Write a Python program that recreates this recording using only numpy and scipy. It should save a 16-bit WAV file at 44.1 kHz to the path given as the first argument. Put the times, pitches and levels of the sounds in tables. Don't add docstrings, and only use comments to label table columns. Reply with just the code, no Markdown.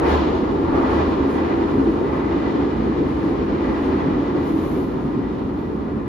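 import sys
import numpy as np
from scipy import signal
from scipy.fft import rfft, irfft, next_fast_len
from scipy.io import wavfile
from scipy.ndimage import uniform_filter1d

SR = 44100
rng = np.random.default_rng(int(sys.argv[2]) if len(sys.argv) > 2 else 0)


def generate_wav(signal):
    frames = np.transpose(np.atleast_2d(signal))
    scaled = np.clip(frames, -1, 1) * 32767
    pcm = np.round(scaled).astype(np.int16)
    wavfile.write(sys.argv[1], SR, pcm)


N = 268120

TIME = np.arange(N) / SR
SIZE = next_fast_len(N)
HZ = np.maximum(np.arange(SIZE // 2 + 1) * SR / SIZE, 1)
LEFT_RIGHT = np.array([[1], [-1]])
GUST_RATE_HZ = 6.3


def from_db(db):
    return 10 ** (np.asarray(db) / 20)


def rms_one(x):
    return x / np.sqrt(np.mean(x ** 2) + 1e-20)


def in_time(rows):
    s, *columns = np.transpose(rows)
    return [np.interp(TIME, s, column) for column in columns]


def over_hz(points, beyond=None):
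    hz, value = np.transpose(points)
    return np.interp(np.log(HZ), np.log(hz), value, beyond, beyond)


def colour(spectrum, modes=()):
    lift = 0
    for hz, width_hz, db in modes:
        lift = lift + (from_db(db) ** 2 - 1) / (1 + (2 * (HZ - hz) / width_hz) ** 2)
    return from_db(over_hz(spectrum, -np.inf)) * np.sqrt(np.abs(1 + lift))


def steady(x, span_s):
    power = np.mean(np.atleast_2d(x) ** 2, axis=0)
    for _ in range(2):
        power = uniform_filter1d(power, max(int(span_s * SR), 2))
    return x / np.sqrt(np.abs(power) + 1e-20)


# (frequency [Hz], correlation [-])
STEREO_LIKENESS = [(60, 0.97), (120, 0.97), (260, 0.82), (420, 0.8), (520, 0.53), (620, -0.073),
                   (730, -0.55), (880, 0.2), (1030, -0.15), (1200, 0.17), (1610, -0.38), (1740, 0.48),
                   (3000, 0.31), (6000, 0.19), (7200, -0.24), (8400, -2), (10000, 0.27), (11500, 1),
                   (13000, .7), (14400, .2)]
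# (frequency [Hz], left minus right [dB])
DOOR_SIDE_BALANCE = [(100, 0), (230, -2), (290, 0.2), (380, 0.6), (540, -2), (780, 0.2), (1050, 2.2),
                     (1350, -2.5), (1600, -3.5), (1720, 4), (2050, 3), (2450, 0.2), (4200, 3), (7000, 0.5)]


def noise(gain, span_s=0.71, lead_ms=0, door_side=True):
    mid, side = rfft(rng.standard_normal((2, SIZE)))
    alike = np.clip(over_hz(STEREO_LIKENESS), -1, 1)
    pair = np.sqrt(1 + alike) * mid + np.sqrt(1 - alike) * side * LEFT_RIGHT
    delay = np.exp(1j * np.pi * HZ * LEFT_RIGHT * lead_ms / 1000)
    balance_db = over_hz(DOOR_SIDE_BALANCE) if door_side else 0
    pan = from_db(LEFT_RIGHT * balance_db / 2)
    return steady(irfft(pair * gain * delay * pan, SIZE)[:, :N], span_s)


def narrow_tone(pitch_hz, half_width_hz):
    smear = signal.butter(1, half_width_hz, fs=SR, output="sos")
    waver = rms_one(signal.sosfilt(smear, rng.standard_normal((2, N))))
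    phase = 2 * np.pi * np.cumsum(pitch_hz) / SR
    return waver[0] * np.cos(phase) + waver[1] * np.sin(phase)


def swell(s, length_s, release=1):
    return np.exp(-((TIME - s) / np.where(TIME < s, length_s, length_s * release)) ** 2)


def judder(rate_hz, depth_db):
    band = (HZ / rate_hz) * np.exp(-HZ / rate_hz)
    shake = irfft(rfft(rng.standard_normal(SIZE)) * band, SIZE)[:N]
    return depth_db * rms_one(shake)


# (time [s], level [dB])
ROLLING_EFFORT = [(0, 1), (1.9, -0.86), (3.0, -2.5), (4.6, -1.5), (4.95, -4.5), (5.5, -6.5), (6.08, -7.5)]


def rolling_gain(level_db, follows, lift_db):
    (effort_db,) = in_time(ROLLING_EFFORT)
    return from_db(level_db + follows * effort_db + lift_db)


# (time [s], boom change [dB], floor rumble change [dB], cabin drone change [dB], upper drone change [dB])
RISES_AND_DIPS = [(.07, 2, 0, -3, 3.5), (.41, -3, 2, 2, -0.5), (.69, 3, 2.5, -0.5, -1),
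                  (.775, 2.5, 1, -2, 4), (1.0, 5, 2.5, 1.5, 2), (1.38, -3, 0, 2, 1),
                  (1.78, 3.5, 4.5, 4, 1.5), (1.88, 6, 4.5, 5.5, 3.5), (2.03, -2, 0, 0, 4),
                  (2.32, 2.5, 0.5, -1.5, 0.5), (2.55, -9, .5, 0.5, 2.5), (2.64, 1, 2.5, 1.5, 4),
                  (2.8, 5, 3.5, -5.5, -0.5), (2.89, 6, 5.5, 1.5, 4), (3.015, 4.5, 2, 5.5, 6.5),
                  (3.09, 3.5, 2, 2.5, -1), (3.19, 4.5, -1, 2, 0.5), (3.29, 0, 2.5, 4, 2),
                  (3.41, 3, 2, 1, 1.5), (3.54, 4, 4, 0.5, 2), (3.71, 5, 3.5, 4, 4.5),
                  (3.88, 3, -3, 0.5, 1.5), (3.94, 6, 4.5, 5, 5), (4.07, -1, 6.5, 4.5, 0),
                  (4.15, 1, 4, 6, 1), (4.375, -3.5, 2.5, 2, 3.5), (4.56, -3, 2, 3, -1.5),
                  (4.66, 1, -0.5, 0, 1.5), (4.79, 1, 0.5, -0.5, 4), (5.06, -3, 4.5, -2, -1.5),
                  (5.18, -6, 4, 3, 1), (5.48, 1, 1, 1.5, 0), (5.73, 0, 1.5, -2, 3), (5.96, 0, 5, 1, 0)]


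def rises_and_dips():
    half_length_s, opposite_delay_s, opposite_share = 0.043, 0.058, 0.25
    changes = 0
    for s, *changes_db in RISES_AND_DIPS:
        opposite = opposite_share * swell(s + opposite_delay_s, half_length_s)
        changes = changes + np.outer(changes_db, swell(s, half_length_s) - opposite)
    return changes


# (frequency [Hz], relative density [dB per Hz])
BOOM_SPECTRUM = [(15, -37), (28, -27), (42, -17.5), (55, 0.5), (82, 0.5), (100, -8), (140, -29)]
RUMBLE_SPECTRUM = [(60, -26), (100, -2), (140, 1.5), (195, 1), (235, 2.5), (300, -12), (450, -32.5)]
DRONE_SPECTRUM = [(200, -28.5), (250, -3.5), (290, -1), (308, -3), (335, -20.5)]
UPPER_DRONE_SPECTRUM = [(280, -24.5), (312, -1), (340, 1.5), (400, -2.5), (470, -5), (550, -16), (800, -28)]
# (frequency [Hz], width [Hz], lift [dB])
BODY_RESONANCES = [(57.4, 21, 4.5), (82.1, 4.2, 11)]
FLOOR_RESONANCES = [(173, 14, 0.62), (217, 16, 6.5)]
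CABIN_RESONANCES = [(260, 12, 7), (282.6, 22, 8)]
UPPER_CABIN_RESONANCES = [(313, 7.7, 4), (325, 9.4, 5.6), (334.5, 10, 2), (377, 15, 5.2), (418, 23, 2.7),
                          (443, 21, 0.9)]


def car_body():
    boom_db, rumble_db, drone_db, upper_db = (
        change_db + judder(rate_hz=7, depth_db=0.53) for change_db in rises_and_dips())
    boom = noise(colour(BOOM_SPECTRUM, BODY_RESONANCES), span_s=0.11)
    rumble = noise(colour(RUMBLE_SPECTRUM, FLOOR_RESONANCES), span_s=0.08)
    drone = noise(colour(DRONE_SPECTRUM, CABIN_RESONANCES), span_s=0.08)
    upper = noise(colour(UPPER_DRONE_SPECTRUM, UPPER_CABIN_RESONANCES), span_s=0.056)
    return (rolling_gain(-32.5, follows=0.45, lift_db=boom_db) * boom
            + rolling_gain(-28.5, follows=0.081, lift_db=rumble_db) * rumble
            + rolling_gain(-25, follows=0.54, lift_db=drone_db) * drone
            + rolling_gain(-23, follows=1.0, lift_db=upper_db) * upper)


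# (frequency [Hz], relative density [dB per Hz])
SWAY_SPECTRUM = [(14, -32.5), (28, -14), (40, -2), (50, -2.5), (64, -23)]
# (time [s], level [dB])
SWAY_COURSE = [(0, -43), (.35, -42), (.6, -40), (.9, -38), (1.3, -44), (1.7, -56), (3.3, -57), (3.6, -45.5),
               (4.3, -51), (4.75, -40), (5.2, -48.5), (6.08, -46)]


def sway():
    (level_db,) = in_time(SWAY_COURSE)
    return from_db(level_db) * noise(colour(SWAY_SPECTRUM), span_s=0.15, door_side=False)


# (time of the height [s], length [s], tunnel roar lift [dB],
# wheel noise lift [dB], rail hiss lift [dB], wheel song lift [dB])
ROUGH_STRETCHES = [(0.088, 0.085, 7, 10.5, 11, 8), (0.304, 0.075, 0, 2, 2, -3),
                   (0.758, 0.064, 5, 5.5, 3, 10), (0.939, 0.11, 5, 7.5, 6, 10),
                   (1.426, 0.15, 2, 6.5, 3, 8.5), (2.127, 0.083, 2.5, 5, 1.5, 9.5),
                   (2.42, 0.17, 1.7, 4.5, 4, 9.5), (3.152, 0.41, 0, 3.5, 2, -3.5),
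                   (3.72, 0.18, 2, 3.1, 2.5, 13.5), (4.033, 0.077, 1.5, 3, 1, 0),
                   (4.274, 0.13, 0, 1.5, 1, 6), (4.62, .15, -1.5, 0.5, 0.5, 0),
                   (5.242, 0.081, -0.5, 2, 1.5, 5), (6.04, 0.24, .5, 1, -1.5, 1.5)]


def rough_rail():
    lags_s = (0, 0, 0.042, 0)
    ring_on = 2.01
    lifts = 0
    for s, length_s, *lifts_db in ROUGH_STRETCHES:
        lifts = lifts + np.array([lift_db * swell(s + lag_s, length_s, ring_on)
                                  for lift_db, lag_s in zip(lifts_db, lags_s)])
    return lifts


def standing_waves(depth_db, spacing_hz, blur_hz):
    count = max(int(spacing_hz * SIZE / SR), 2)
    ripple = uniform_filter1d(uniform_filter1d(rng.standard_normal(len(HZ)), count), count)
    return from_db(depth_db * rms_one(ripple) / np.sqrt(1 + (HZ / blur_hz) ** 2))


# (frequency [Hz], relative density [dB per Hz])
ROAR_SPECTRUM = [(330, -10), (500, 2), (620, 1), (780, 0.5), (980, -0.5), (1270, -3.5), (1500, -11),
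                 (1800, -21.5), (2600, -37)]
WHEEL_SPECTRUM = [(1200, -22), (1500, -0.5), (1650, 1), (1800, 0), (2050, 0.5), (2250, -5.5), (2500, -6),
                  (2700, -11), (3000, -12.5), (4000, -35.5)]
RAIL_SPECTRUM = [(1900, -18.5), (2650, 2.5), (2870, 5.2), (3600, 2.5), (4300, -1), (5200, -5.5),
                 (6300, -13), (7400, -15), (8500, -57.5), (12000, -50.5)]
# (frequency [Hz], width [Hz], lift [dB])
DOOR_RESONANCES = [(758, 70, 2.8), (903, 70, 2.2), (1030, 78, 2.1)]
WHEEL_RESONANCES = [(1600, 78, 3.5), (1700, 60, 2.6), (1950, 70, 1.7), (2400, 100, 6.9)]
RAIL_RESONANCES = [(2900, 38, 4.6), (3470, 120, 1.5), (3770, 44, 2.3), (4280, 160, 2.2), (5583, 50, 1),
                   (6560, 43, 5.8)]


def wheels_on_rail():
    roar_db, wheel_db, rail_db, _ = rough_rail() + judder(GUST_RATE_HZ, depth_db=0.63)
    cabin = standing_waves(depth_db=1.1, spacing_hz=13, blur_hz=2500)
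    roar = noise(cabin * colour(ROAR_SPECTRUM, DOOR_RESONANCES))
    wheel = noise(cabin * colour(WHEEL_SPECTRUM, WHEEL_RESONANCES), lead_ms=0.03)
    rail = noise(cabin * colour(RAIL_SPECTRUM, RAIL_RESONANCES), lead_ms=0.015)
    return (rolling_gain(-28.5, follows=1, lift_db=roar_db) * roar
            + rolling_gain(-44, follows=0.83, lift_db=wheel_db) * wheel
            + rolling_gain(-49, follows=1.0, lift_db=rail_db) * rail)


# (time [s], pitch [Hz])
SONG_COURSE = [(0, 1975), (1.4, 1965), (2.2, 2000), (3.0, 1985), (3.8, 1960), (4.2, 1988), (5.2, 1955)]


def wheel_song():
    *_, song_db = rough_rail()
    (pitch_hz,) = in_time(SONG_COURSE)
    gain = rolling_gain(-57.5, follows=0.44, lift_db=song_db + judder(GUST_RATE_HZ, depth_db=1))
    tone = steady(narrow_tone(pitch_hz, half_width_hz=3.3), span_s=0.4)
    left_minus_right_db = 4.5
    return gain * tone * from_db(LEFT_RIGHT * left_minus_right_db / 2)


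# (frequency [Hz], relative density [dB per Hz])
SEAL_SPECTRUM = [(3000, -8.5), (6000, 5), (7400, 4.5), (9500, 4), (10600, 1), (11700, -0.5), (12800, -6),
                 (13600, -5), (14400, -11.5)]
# (frequency [Hz], width [Hz], lift [dB])
SEAL_RESONANCES = [(9100, 200, 0.5), (10500, 250, 2), (12700, 550, 2.5)]
# (time [s], length [s], lift [dB])
AIR_PUFFS = [(0.107, .07, 12), (0.762, 0.035, 5), (.92, 0.066, 7), (1.1, 0.033, 3), (1.328, 0.056, 8.5),
             (1.8, .18, 3.5), (2.16, .06, 2), (3.09, .06, 4), (3.26, 0.053, 5), (3.837, 0.14, 4.5),
             (4.485, 0.061, 5.5), (4.686, 0.17, 9), (5.05, .08, 2.5), (5.58, .15, 0)]


def air_leak():
    puff_db = sum(lift_db * swell(s, length_s, release=1.25) for s, length_s, lift_db in AIR_PUFFS)
    gain = rolling_gain(-65, follows=0.59, lift_db=puff_db + judder(GUST_RATE_HZ, depth_db=0.5))
    return gain * noise(colour(SEAL_SPECTRUM, SEAL_RESONANCES), door_side=False)


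# (time [s], pitch [Hz], peak level [dB], ring length [s])
BODY_KNOCKS = [(0.088, 73, -19.5, 0.18), (0.892, 77, -28, 0.4)]


def thuds():
    rise_s = 0.014
    hum = 0
    for s, hz, db, ring_s in BODY_KNOCKS:
        tone = np.sin(2 * np.pi * (hz * TIME + rng.random()))
        hum = hum + from_db(db) * swell(s, rise_s, ring_s / rise_s) * tone
    return hum


# (time [s], pitch [Hz], peak level [dB], length of the rise [s])
CABIN_JOLTS = [(0.482, 281.3, -23.5, 0.1), (0.63, 335, -30, 0.034), (0.744, 268, -19, 0.072),
               (0.955, 337, -27, 0.11), (1.13, 325.3, -21, 0.034), (1.226, 272.1, -19, 0.051),
               (1.568, 336.3, -20.5, 0.093), (1.788, 270.6, -15, 0.029), (1.88, 336.6, -18.5, 0.015),
               (2.308, 338, -20, 0.023), (2.392, 283, -23.5, 0.055), (2.58, 286, -20, 0.038),
               (2.795, 222, -22.5, 0.023), (3.26, 287, -23.5, 0.016), (3.296, 330.5, -21, 0.057),
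               (3.544, 338, -18.5, 0.035), (3.825, 277, -25.5, 0.034), (4.152, 286, -15.5, 0.034),
               (4.43, 293, -27, 0.11), (4.553, 321.8, -17.5, 0.019), (4.582, 285, -25, 0.007),
               (4.802, 277, -21.5, 0.038), (5.204, 274, -22.5, 0.027)]


def jolts():
    release = 2.07
    ringing = 0
    for s, hz, db, length_s in CABIN_JOLTS:
        tone = np.sin(2 * np.pi * (hz * TIME + rng.random()))
        ringing = ringing + from_db(db) * swell(s, length_s, release) * tone
    return ringing


# (time [s], pitch [Hz], level before the partials' own [dB])
WHISTLE_COURSE = [(4.25, 13020, -105), (4.39, 12970, -77), (4.49, 12860, -65.5), (4.535, 12800, -70),
                  (4.63, 12790, -63), (4.81, 12560, -65), (4.93, 12390, -75), (5.1, 12350, -100),
                  (5.48, 12600, -88), (5.63, 12450, -75), (5.95, 12300, -100)]
# (ratio to the pitch [-], half width [Hz], level [dB])
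PARTIALS = [(.825, 70.3, -6), (1, 95, 0.5), (1.05, 221, -9)]


def seal_whistle():
    pitch_hz, level_db = in_time(WHISTLE_COURSE)
    tones = sum(from_db(db) * narrow_tone(ratio * pitch_hz, half_width_hz)
                for ratio, half_width_hz, db in PARTIALS)
    return tones * from_db(level_db + judder(rate_hz=14, depth_db=1))


def scene():
    structure = car_body() + sway() + thuds() + jolts()
    rolling = wheels_on_rail() + wheel_song()
    air = air_leak() + seal_whistle()
    return structure + rolling + air


def record(dry):
    cutoff_hz = 14400
    return signal.sosfilt(signal.ellip(10, 0.1, 80, cutoff_hz, fs=SR, output="sos"), dry)


dry = scene()
out = record(dry)
generate_wav(out)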